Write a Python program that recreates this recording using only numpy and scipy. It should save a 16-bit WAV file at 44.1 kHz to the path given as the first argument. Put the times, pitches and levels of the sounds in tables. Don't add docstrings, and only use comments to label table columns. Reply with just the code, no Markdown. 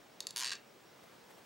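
import sys
import numpy as np
from scipy import signal
from scipy.io import wavfile
from scipy.ndimage import uniform_filter1d, map_coordinates

SR = 44100
rng = np.random.default_rng(int(sys.argv[2]) if len(sys.argv) > 2 else 0)


def wav_record(signal):
    frames = np.transpose(np.atleast_2d(signal))
    bounded = np.clip(frames, -1, 1)
    quanta = np.round(bounded * 32767).astype(np.int16)
    wavfile.write(sys.argv[1], SR, quanta)


def volts_from_db(level):
    exponent = np.asarray(level, float) / 20
    return 10 ** exponent


N = 63945

TICK_TIMES = [.2043, .2688, .3068]
TICK_LEVELS = [-22.5, -21, -30]
SLIP_TIMES = [.3614, .3699, .3783, .3866, .3937, .4005, .4077, .4156, .4241, .4336, .4446, .4533, .4605,
              .4687, .4759, .4831, .4942, .5054, .5167, .521, .5254, .5322]
SLIP_LEVELS = [-23, -24, -25, -26.5, -26.5, -25.5, -25, -25, -24, -24, -22, -24.5, -24, -25.5, -25.5, -27.5,
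               -27, -26.5, -26, -26, -27, -26.5]
# (frequency [Hz], level [dB])
LEVER_MODES = [(1010, -23.5), (1750, -21.5), (3100, -25.5), (3800, -31), (4150, 4), (4520, -1.5),
               (6400, -32), (7150, 9), (8400, 4), (9400, 7), (10700, 2), (13200, -18.5), (15300, -11)]
# (frequency [Hz], level at start [dB], level at middle [dB], level at end of squeeze [dB])
SHELL_MODES = [(1055, -24, -6.5, -37), (1554, -10, -6, -11.5), (1833, -11.5, -4.5, -9),
               (2482, -8, -4, -4.5), (3240, -6, 4.5, -15.5), (3720, 0, -15, -5.5), (4390, 3.5, 2, 6),
               (5105, 1, 8.5, 4), (5900, 1.5, 2, 0), (6470, -4, 5, -3), (8140, -25, 4, 2),
               (9540, 4.5, -4.5, -11), (10570, -1, -21, -22), (13600, -3, -24, -36)]
SQUEEZE_TIMES = (0.4, .43, 0.45)
# (time [s], energy level [dB], frequency [Hz])
SINGLE_KNOCKS = [
    (0.5184, -29, 1520),
    (.5535, -42, 5500),
    (.5535, -36, 6300),
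    (0.5518, -53, 2860),
    (.329, -56, 614),
    (1.311, -62, 9600),
    (1.311, -64, 7450),
    (1.3115, -66, 4500),
    (1.312, -65, 2300),
]
# (time [s], rise time [s])
CONTACT_RISE = [(.31, .00016), (.36, .00004), (.43, .00007), (.49, .00011)]
# (delay [s], level [dB])
REPEATS = [
    (0, -11),
    (.0004, 0),
    (.0015, -6),
    (.0022, -11),
    (.0033, -15),
    (.0046, -18),
]
# (frequency [Hz], reverberation time T60 [s])
ROOM_DECAY = [(500, 0.15), (2000, 0.22), (6000, 0.12), (12000, 0.097)]
# (time [s], level [dB])
CRICKET_CHIRPS = [(-.02, -79), (.11, -79), (.645, -78.5), (.845, -75.5), (.975, -76.5), (1.17, -79.5),
                  (1.305, -76.5)]
# (time [s], level [dB])
HAND_LEVEL = [(.95, -96), (1.04, -67), (1.12, -86), (1.22, -86), (1.27, -73), (1.31, -63), (1.35, -68),
              (1.45, -68)]
# (frequency [Hz], density [dB per Hz])
RIBBON_COLOUR = [(200, -15), (500, 3), (1500, -4.5), (5000, -16), (12000, -17.5)]
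# (frequency [Hz], density [dB per Hz])
AIR_COLOUR = [(30, -26), (122, -6), (480, -2), (1300, -10), (5500, -19), (13000, -30), (15000, -28),
              (15800, -23)]
# (frequency [Hz], likeness [0-1])
LIKENESS = [(60, 0.14), (180, 0.9), (550, 0.26), (1650, 0.72), (4970, 0.82), (15000, 0.87)]

RING_CYCLES, PARTS = 46, 4
SPREAD, DETUNE = .04, .006
SHIFT_S, SCATTER_DB = .00003, 1
LEVER_DB, SHELL_DB, LEVER_ROOM_DB = -11, -9, -1
LOW_HZ, TOP_HZ = 850, 15800
PAN_DB, ASIDE_S, ASIDE_DB = .2, .00011, -20.5
WALL_S, EARLY_DB, ROOM_DB, ROOM_SIDE_DB = .0155, -6.5, -10, -19.5
CHIRP_HZ, CHIRP_S, EDGE_S = 5561, .07, .012
WHINE_HZ, WHINE_DB = 15735, -78
AIR_DB, AIR_TOP_HZ = -59.5, 15850


def gun():
    track = np.zeros(N + SR)
    lever_hz, lever_db = np.transpose(LEVER_MODES)
    for s, db in zip(TICK_TIMES, TICK_LEVELS):
        add_jerk(track, s, db + LEVER_DB, lever_hz, lever_db)
    shell_hz, *stages = np.transpose(SHELL_MODES)
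    for s, db in zip(SLIP_TIMES, SLIP_LEVELS):
        shell_db = [np.interp(s, SQUEEZE_TIMES, mode) for mode in np.transpose(stages)]
        add_jerk(track, s, db + SHELL_DB, shell_hz, shell_db)
    for s, db, hz in SINGLE_KNOCKS:
        add_jerk(track, s, db + SHELL_DB, [hz], [0])
    band = signal.butter(6, [LOW_HZ, TOP_HZ], "band", fs=SR, output="sos")
    return signal.sosfilt(band, track[:N])


def add_jerk(track, s, db, mode_hz, mode_db):
    t = np.arange(SR // 16)[:, None, None] / SR
    level_luck, tuning_luck = rng.standard_normal((2, len(mode_hz), PARTS))
    delay_luck = rng.standard_normal(len(REPEATS))
    hz = np.asarray(mode_hz)[:, None]

    family = np.linspace(-1, 1, PARTS) * np.sqrt(2)
    partial_hz = hz * (1 + SPREAD * family + DETUNE * tuning_luck)
    fall_db = np.asarray(mode_db)[:, None] + SCATTER_DB * level_luck - 60 * t * hz / RING_CYCLES
    partials = volts_from_db(fall_db) * np.sin(2 * np.pi * partial_hz * t)
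    rise_s = np.interp(s, *np.transpose(CONTACT_RISE))
    ring = (partials * (1 - np.exp(-t / rise_s)) ** 2).sum(axis=(1, 2))

    jerk = np.zeros(len(t))
    for (late, loss_db), luck in zip(REPEATS, delay_luck):
        delay = round(abs(late + SHIFT_S * luck) * SR)
        jerk += volts_from_db(loss_db) * np.pad(ring, (delay, 0))[:len(t)]
    track[round(s * SR):][:len(t)] += volts_from_db(db) * jerk / np.linalg.norm(jerk) * 10


def side_bounce(gun_sound):
    return volts_from_db(ASIDE_DB) * np.roll(gun_sound, round(ASIDE_S * SR)) * np.array([[1], [-1]])


def room(x):
    hz, t, z = signal.stft(rng.standard_normal((2, SR // 2)), SR, nperseg=128)
    early = np.where(t < WALL_S, volts_from_db(EARLY_DB), 1)
    decay = volts_from_db(-60 * t / along(ROOM_DECAY, hz)[:, None])
    tail = signal.istft(z * early * decay, SR, nperseg=128)[1]
    tail = tail / np.linalg.norm(tail[0])
    delayed = np.pad(x, (90, 0))[None]
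    mid, side = signal.fftconvolve(delayed, tail, axes=1)[:, :N]
    return mid + volts_from_db(ROOM_SIDE_DB) * np.array([side, -side])


def along(points, hz):
    f, v = np.transpose(points)
    return np.interp(np.log(hz + 1), np.log(f + 1), v)


def cricket():
    t = np.arange(N) / SR
    gate = np.zeros(N)
    for s, db in CRICKET_CHIRPS:
        to_edge = np.minimum(t - s, s + CHIRP_S - t)
        gate += volts_from_db(db) * np.clip(to_edge / EDGE_S, 0, 1)
    return np.sqrt(2) * gate * np.sin(2 * np.pi * CHIRP_HZ * t + 0.38 * wobble(31.6))


def screen():
    t = np.arange(N) / SR
    return np.sqrt(2) * volts_from_db(WHINE_DB + .4 * wobble(12)) * np.sin(2 * np.pi * WHINE_HZ * t)


def wobble(rate):
    knots = rng.standard_normal(int(N * rate / SR) + 4)
    return map_coordinates(knots, [np.arange(N) * rate / SR])


def hand():
    s, db = np.transpose(HAND_LEVEL)
    hand_db = np.interp(np.arange(N) / SR, s, db) + 3 * wobble(60.83)
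    return volts_from_db(hand_db) * rush(RIBBON_COLOUR, patchy_db=-2)


def air():
    return volts_from_db(AIR_DB + .5 * wobble(6.55)) * rush(AIR_COLOUR, patchy_db=0.73)


def rush(spectrum, patchy_db):
    hz, _, z = signal.stft(rng.standard_normal((2, N + SR // 8)), SR, nperseg=2048)
    patches = uniform_filter1d(rng.standard_normal(z.shape[1:]), size=16, axis=0)
    patches = uniform_filter1d(patches, size=3, axis=1)
    z = z * volts_from_db(patchy_db * unit(patches) + along(spectrum, hz)[:, None])
    z = z * (hz < AIR_TOP_HZ)[:, None]
    turn = np.arccos(np.clip(along(LIKENESS, hz), -1, 1)) / 2
    z = z * np.array([np.cos(turn), np.sin(turn)])[..., None]
    mid, side = signal.istft(z, nperseg=2048)[1][:, 2048:N + 2048]
    return unit(np.array([mid + side, mid - side]))


def unit(x):
    return x / np.sqrt(np.mean(x ** 2) + 1e-20)


def scene():
    gun_sound = gun()
    direct = gun_sound * volts_from_db(np.array([[PAN_DB], [-PAN_DB]]))
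    before_slips = np.arange(N) < (SLIP_TIMES[0] - .01) * SR
    send = gun_sound * np.where(before_slips, volts_from_db(LEVER_ROOM_DB), 1)
    near = direct + side_bounce(gun_sound) + volts_from_db(ROOM_DB) * room(send)
    return near + cricket() + screen() + hand() + air()


def low_pass(x):
    return signal.sosfilt(signal.butter(12, 16850, fs=SR, output="sos"), x)


def record(dry):
    return low_pass(dry)


dry = scene()
out = record(dry)
wav_record(out)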